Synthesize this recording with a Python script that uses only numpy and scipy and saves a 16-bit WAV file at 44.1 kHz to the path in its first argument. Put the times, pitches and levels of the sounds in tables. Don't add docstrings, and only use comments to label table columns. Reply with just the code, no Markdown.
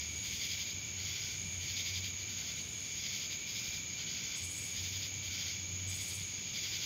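import sys
import numpy as np
from scipy import signal
from scipy.fft import rfft, irfft, next_fast_len
from scipy.io import wavfile
from scipy.ndimage import uniform_filter1d

SR = 44100
rng = np.random.default_rng(int(sys.argv[2]) if len(sys.argv) > 2 else 0)


def persist_wave(psi):
    counts = np.round(np.clip(psi, -1, 1) * 32767).astype(np.int16)
    wavfile.write(sys.argv[1], SR, np.atleast_2d(counts).T)


N = 302085


def gain_of(db):
    return 10 ** (np.asarray(db) / 20)


def evened(x):
    return x / np.sqrt(np.mean(x ** 2) + 1e-20)


def curves(rows):
    s, *columns = np.transpose(rows)
    return [np.interp(np.arange(N) / SR, s, column) for column in columns]


def coloured(x, points):
    point_hz, point_db = np.transpose(points)
    size = next_fast_len(len(x))
    hz = np.fft.rfftfreq(size, 1 / SR)
    shape_db = np.interp(np.log(hz + 1), np.log(point_hz + 1), point_db, left=-90)
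    filtered = irfft(rfft(x, size) * gain_of(shape_db), size)
    return evened(filtered[:len(x)])


def resonate(x, hz, width_hz):
    turn = np.exp(2j * np.pi * np.cumsum(hz * np.ones(len(x))) / SR)
    pole = np.exp(-np.pi * width_hz / SR)
    two_poles = np.convolve([1, -pole], [1, -pole])
    smoothed = signal.lfilter([1], two_poles, x / turn)
    return evened((turn * smoothed).real)


def teeth(per_s, spread_db):
    unevenness = np.minimum(rng.exponential(1, N), 4)
    size = gain_of(spread_db * unevenness) * rng.choice([-1., 1.], N)
    clicks = rng.random(N) < per_s / SR
    return evened(size * clicks)


def strokes(times, levels_db, rise_s, fall_s, sharp):
    t, power = np.arange(N) / SR, np.zeros(N)
    for s, db in zip(times, levels_db):
        a, b = max(int((s - rise_s) * SR), 0), int((s + fall_s) * SR)
        u = t[a:b] - s
        place = np.clip(np.where(u < 0, 1 + u / rise_s, 1 - u / fall_s), 0, 1)
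        power[a:b] += gain_of(db) ** 2 * np.sin(place * np.pi / 2) ** (2 * sharp)
    return np.sqrt(power)


def held(starts, ends, levels_db, rise_s, fall_s):
    t, power = np.arange(N) / SR, np.zeros(N)
    for start, end, db in zip(starts, ends, levels_db):
        place = np.clip(np.minimum(1 + (t - start) / rise_s, 1 - (t - end) / fall_s), 0, 1)
        power += gain_of(db) ** 2 * place ** 4
    return np.sqrt(power)


def trees(x, t60, wet_db):
    taps = np.zeros(SR)
    at = np.arange(400, SR - 20, 20)
    at = at + rng.integers(0, 20, len(at))
    taps[at] = rng.choice([-1., 1.], len(at))
    taps *= gain_of(-60 * np.arange(SR) / SR / t60)
    echoes = signal.fftconvolve(x, taps / np.linalg.norm(taps))[:N]
    return x + gain_of(wet_db) * echoes


# frequency_hz, level_db
AIR_SPECTRUM = [(20, -72), (40, -17.5), (65, -3), (110, 0.5), (200, -9), (300, -10.5), (500, -17.5),
                (1100, -22.5), (1800, -19.5), (3000, -9.5), (6000, -17), (7300, -14), (8300, -58),
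                (11000, -32.5), (15700, -28.5)]
AIR_DB = -48


def air():
    return gain_of(AIR_DB) * coloured(rng.standard_normal(N), AIR_SPECTRUM)


# time_s, pitch_hz, level_db
ENGINE_DRONE = [(0, 77.4, -48), (.35, 79.6, -55), (.6, 91.4, -57), (1.1, 94, -51.5), (1.3, 91.7, -57.5),
                (1.47, 89.6, -49.5), (1.75, 89.8, -52), (2.0, 92.6, -46.5), (2.25, 94.2, -60),
                (3.5, 92, -68), (4.3, 88, -65), (4.45, 87.7, -50), (4.68, 90, -57), (4.87, 93.7, -46.5),
                (5.12, 94, -54), (5.4, 90.8, -52), (5.9, 94, -45.5), (6.3, 96, -53), (6.85, 95.6, -64)]
# time_s, level_db
THROB_SURGES = [(1.45, -50), (5.9, -57)]
THROB_DB, THROB_DRIFT_DB = -62, 2


def engine():
    hz, drone_db = curves(ENGINE_DRONE)
    tone = np.sqrt(2) * np.sin(2 * np.pi * np.cumsum(hz) / SR)
    halo = resonate(rng.standard_normal(N), hz, width_hz=20)
    drone = gain_of(drone_db) * (0.8 * tone + 0.49 * halo)
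    drift = evened(uniform_filter1d(rng.standard_normal(N), SR // 4))
    surges = strokes(*np.transpose(THROB_SURGES), rise_s=.1, fall_s=.1, sharp=1.2)
    throb_level = np.hypot(gain_of(THROB_DB + THROB_DRIFT_DB * drift), surges)
    throb = resonate(rng.standard_normal(N), 176.7, width_hz=68)
    return drone + throb_level * throb


def crowd(hz, spread_hz, wander_hz, per_s, pace_spread, hold, db, count):
    out, slow_at = np.zeros(N), np.arange(N) / 64
    places = np.linspace(-1.5, 1.5, count)
    for place, pace, size, start in zip(places, *rng.standard_normal((3, count))):
        slow = uniform_filter1d(rng.standard_normal((2, N // 64 + 2)), 12)
        bend, hurry = (np.interp(slow_at, np.arange(len(v)), evened(v)) for v in slow)
        rate = per_s * (1 + pace_spread * pace + 0.0615 * hurry)
        beat = start + np.cumsum(rate) / SR
        chirps = np.maximum(np.sin(2 * np.pi * beat) + hold, 0)
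        pitch = hz + spread_hz * place + wander_hz * bend
        tone = np.sin(2 * np.pi * np.cumsum(pitch) / SR)
        out += gain_of(1.2 * size - 1.6 * place ** 2) * chirps * tone
    return gain_of(db) * evened(out)


# centre_hz, spread_hz, wander_hz, chirps_per_s,
# pace_spread (fraction), hold (offset that fills the chirp gaps), level_db
SHRILL_CROWD = (6648.5, 170, 70, 100, -0.07, 0.6, -44)
MELLOW_CROWD = (2290, 18, 15, 66, 0.07, 0.9, -54.5)
STEADY_CROWD = (2385, 7, 12, 68.5, 0.8, 2.5, -57.5)
# time_s, mellow_db, steady_db
LOWER_SWELLS = [(0.0, -55, -60), (1.85, -56.5, -57), (2.76, -59, -63), (3.15, -55.5, -60), (3.76, -56, -54),
                (3.87, -57, -58), (5.27, -55.5, -61), (6.49, -59, -60), (6.83, -58, -56), (6.85, -56, -59)]


def crickets():
    lower = crowd(*MELLOW_CROWD, count=4), crowd(*STEADY_CROWD, count=3)
    shrill = crowd(*SHRILL_CROWD, count=20)
    return shrill + sum(gain_of(db - db.mean()) * c for db, c in zip(curves(LOWER_SWELLS), lower))


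# frequency_hz, level_db
HIGH_SPECTRUM = [(7000, -36), (8000, -0.5), (8800, -5.5), (9600, -2), (11000, -10), (13000, -16),
                 (15500, -27)]
# peak_s, level_db
HISS_SWELLS = [(.27, -64), (1.42, -67), (2.72, -65.5)]


def high_hiss():
    level = strokes(*np.transpose(HISS_SWELLS), rise_s=0.24, fall_s=0.29, sharp=0.47)
    return level * coloured(rng.standard_normal(N), HIGH_SPECTRUM)


# first_stroke_s, stroke_gap_s, opening_note_db, rasp_db,
# note_growth_db (per stroke), rasp_lag_growth_s (per stroke)
HIGH_PHRASES = [(4.38, 0.0635, -53, -52, 0.6, 0.0054), (5.9, 0.0616, -50.5, -53, -1.5, .002)]
# centre_hz, width_hz
OPENING_NOTE = (7720, 560)
RASP_LAG_S = 0.0045
HIGH_UNEVEN_S, HIGH_UNEVEN_DB = .002, 1.2
RASP_GROWS_DB, RASP_ARCH_DB, NOTE_ARCH_DB = .5, 2, 1.5


def high_insect():
    k = np.arange(5)
    arch = np.sin(np.pi * k / k[-1])
    first, gap, note_db, rasp_db, note_grows_db, lag_grows = np.transpose(HIGH_PHRASES)[:, :, None]
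    slip, effort, grit = rng.standard_normal((len(HIGH_PHRASES) * len(k), 3)).T
    s = (first + gap * k).ravel() + HIGH_UNEVEN_S * slip
    note_db = (note_db + note_grows_db * k + NOTE_ARCH_DB * arch).ravel() + HIGH_UNEVEN_DB * effort
    rasp_db = (rasp_db + RASP_GROWS_DB * k + RASP_ARCH_DB * arch).ravel() + HIGH_UNEVEN_DB * grit
    lag = (RASP_LAG_S + lag_grows * k).ravel()
    drive = teeth(per_s=4100, spread_db=-0.5)
    note_level = strokes(s, note_db, rise_s=0.03, fall_s=0.02, sharp=0.82)
    note = note_level * resonate(drive, *OPENING_NOTE)
    rasp_level = strokes(s + lag, rasp_db, rise_s=0.032, fall_s=0.014, sharp=1.0)
    rasp = rasp_level * coloured(drive, HIGH_SPECTRUM)
    return trees(note, t60=0.59, wet_db=-8) + trees(rasp, t60=0.68, wet_db=-1.5)


# centre_hz, width_hz, near_singer_db, far_singer_db
WING_MODES = [(2160, 357, -4, -5), (2655, 600, -10.5, -8), (3200, 260, -3.5, -10.5),
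              (3445, 150, -2.5, -1.5), (3650, 1200, -1.5, -9.5), (4550, 440, -2, -3), (4890, 195, -3, -4),
              (5186, 750, -13, -3.5), (6000, 700, -3.5, -3.5)]


def wing(drive, levels_db, factor):
    out = np.zeros(N)
    for k, ((hz, width_hz, *_), db) in enumerate(zip(WING_MODES, levels_db)):
        out += (-1) ** k * gain_of(db) * resonate(drive, hz * factor, width_hz)
    return evened(out)


# frequency_hz, level_db
TREBLE_SPECTRUM = [(8500, -18.5), (10000, -12), (11500, -7), (13000, -6.5), (14500, -1.5), (15700, -6.5)]


def treble_rasp(drive):
    return coloured(drive, TREBLE_SPECTRUM)


# start_s, end_s, body_db, treble_db
FAR_PHRASES = [(-.05, .01, -45.5, -60), (0.117, .2, -57, -70), (0.304, 0.586, -47, -58.5),
               (.78, 0.902, -56.5, -71), (1.053, 1.31, -45, -58.5), (1.42, 1.475, -58.5, -75),
               (1.68, 1.953, -47.5, -61), (2.326, 2.52, -49.5, -62), (2.855, 2.92, -50, -69),
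               (2.994, 3.197, -45.5, -59.5), (3.546, 3.755, -47.5, -59), (3.92, 4.0, -53.5, -77),
               (4.117, 4.4, -47, -62), (4.55, 4.74, -53, -61), (4.8, 5.056, -49, -58),
               (5.35, 5.523, -44.5, -63), (5.701, 5.821, -58, -70), (5.92, 6.119, -49.5, -57),
               (6.322, 6.468, -51, -79), (6.6, 6.9, -45, -58)]
# start_s, end_s, level_db
DEEP_PHRASES = [(0.987, 1.353, -65), (2.303, 2.58, -66.5), (3.55, 3.78, -68), (3.981, 4.355, -64.5),
                (5.3, 5.56, -65), (6.65, 6.904, -67.5)]
# centre_hz, width_hz
DEEP_TONE = (1510, 200)
FAR_RISE_S, FAR_FALL_S = .11, .18
DEEP_RISE_S, DEEP_FALL_S = 0.045, .06
MURMUR_DB, MURMUR_TREBLE_DB = -57, -72


def far_katydids():
    start, end, body_db, treble_db = np.transpose(FAR_PHRASES)
    drive = rng.standard_normal(N)
    phrases = held(start, end, body_db, FAR_RISE_S, FAR_FALL_S)
    body_level = np.hypot(phrases, gain_of(MURMUR_DB))
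    treble_phrases = held(start, end, treble_db, FAR_RISE_S, FAR_FALL_S)
    treble_level = np.hypot(treble_phrases, gain_of(MURMUR_TREBLE_DB))
    far_modes_db = np.transpose(WING_MODES)[3]
    swell = body_level * wing(drive, far_modes_db, 1.0) + treble_level * treble_rasp(drive)
    deep_level = held(*np.transpose(DEEP_PHRASES), DEEP_RISE_S, DEEP_FALL_S)
    return swell + deep_level * resonate(drive, *DEEP_TONE)


# first_stroke_s, last_stroke_s, first_stroke_db, last_stroke_db,
# treble_db (relative to the body), size_factor (scales the wing modes for the singer's size)
NEAR_PHRASES = [(0.264, 0.344, -44.5, -45, -12, 1.01), (0.438, 0.698, -40, -43.5, -14, 1.025),
                (1.005, 1.336, -47, -50.5, -14, 0.96), (1.633, 1.706, -45.5, -46, -13, 0.99),
                (1.792, 2.059, -39.5, -42.5, -15.5, 1.026), (2.21, 2.587, -48, -47, -14, 1),
                (3.059, 3.33, -44, -42.5, -15, 1.03), (3.495, 3.749, -44, -45, -12.5, 1.06),
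                (4.01, 4.422, -45, -51, -20, .995), (4.775, 5.04, -43, -42.5, -16, 1.03),
                (5.259, 5.49, -45, -45.5, -12, 1), (5.917, 6.206, -49, -47, -14, 1.02),
                (6.57, 6.836, -41, -41.5, -15.5, 1.02)]
STROKE_GAP_S = .087
UNEVEN_S, UNEVEN_DB = 0.0017, 0.37
LEAD_IN_DB = -9


def stroke_rows():
    rows = []
    for first, last, first_db, last_db, treble_db, _ in NEAR_PHRASES:
        place = np.linspace(0, 1, round((last - first) / STROKE_GAP_S) + 1)
        slip, effort, rasp = rng.standard_normal((8, 3))[:len(place)].T
        s = first + (last - first) * place + UNEVEN_S * slip
        body_db = first_db + (last_db - first_db) * place + UNEVEN_DB * effort
        rows.append([s, body_db, body_db + treble_db + UNEVEN_DB * rasp])
        lead_in_db = first_db + LEAD_IN_DB
        rows.append([[first - STROKE_GAP_S], [lead_in_db], [lead_in_db + treble_db]])
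    return np.concatenate(rows, axis=1)


TREBLE_LAG_S = .001


def near_katydids():
    s, body_db, treble_db = stroke_rows()
    first, *_, size = np.transpose(NEAR_PHRASES)
    singer = np.maximum(np.searchsorted(first - STROKE_GAP_S, np.arange(N) / SR) - 1, 0)
    near_modes_db = np.transpose(WING_MODES)[2]
    drive = teeth(per_s=3000, spread_db=0.5)
    body_level = strokes(s, body_db, rise_s=0.038, fall_s=0.034, sharp=0.51)
    body = body_level * wing(drive, near_modes_db, size[singer])
    treble_level = strokes(s + TREBLE_LAG_S, treble_db, rise_s=0.038, fall_s=0.042, sharp=0.5)
    treble = treble_level * treble_rasp(drive)
    return trees(body + treble, t60=.3, wet_db=-11)


def scene():
    background = air() + engine() + crickets() + high_hiss()
    return (background + high_insect() + far_katydids() + near_katydids())[None]


EDGE_HZ = 15740


def record(dry):
    low_pass = signal.firwin(1023, EDGE_HZ, window=("kaiser", 10), fs=SR)
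    return signal.oaconvolve(dry, low_pass[None], "same")


dry = scene()
out = record(dry)
persist_wave(out)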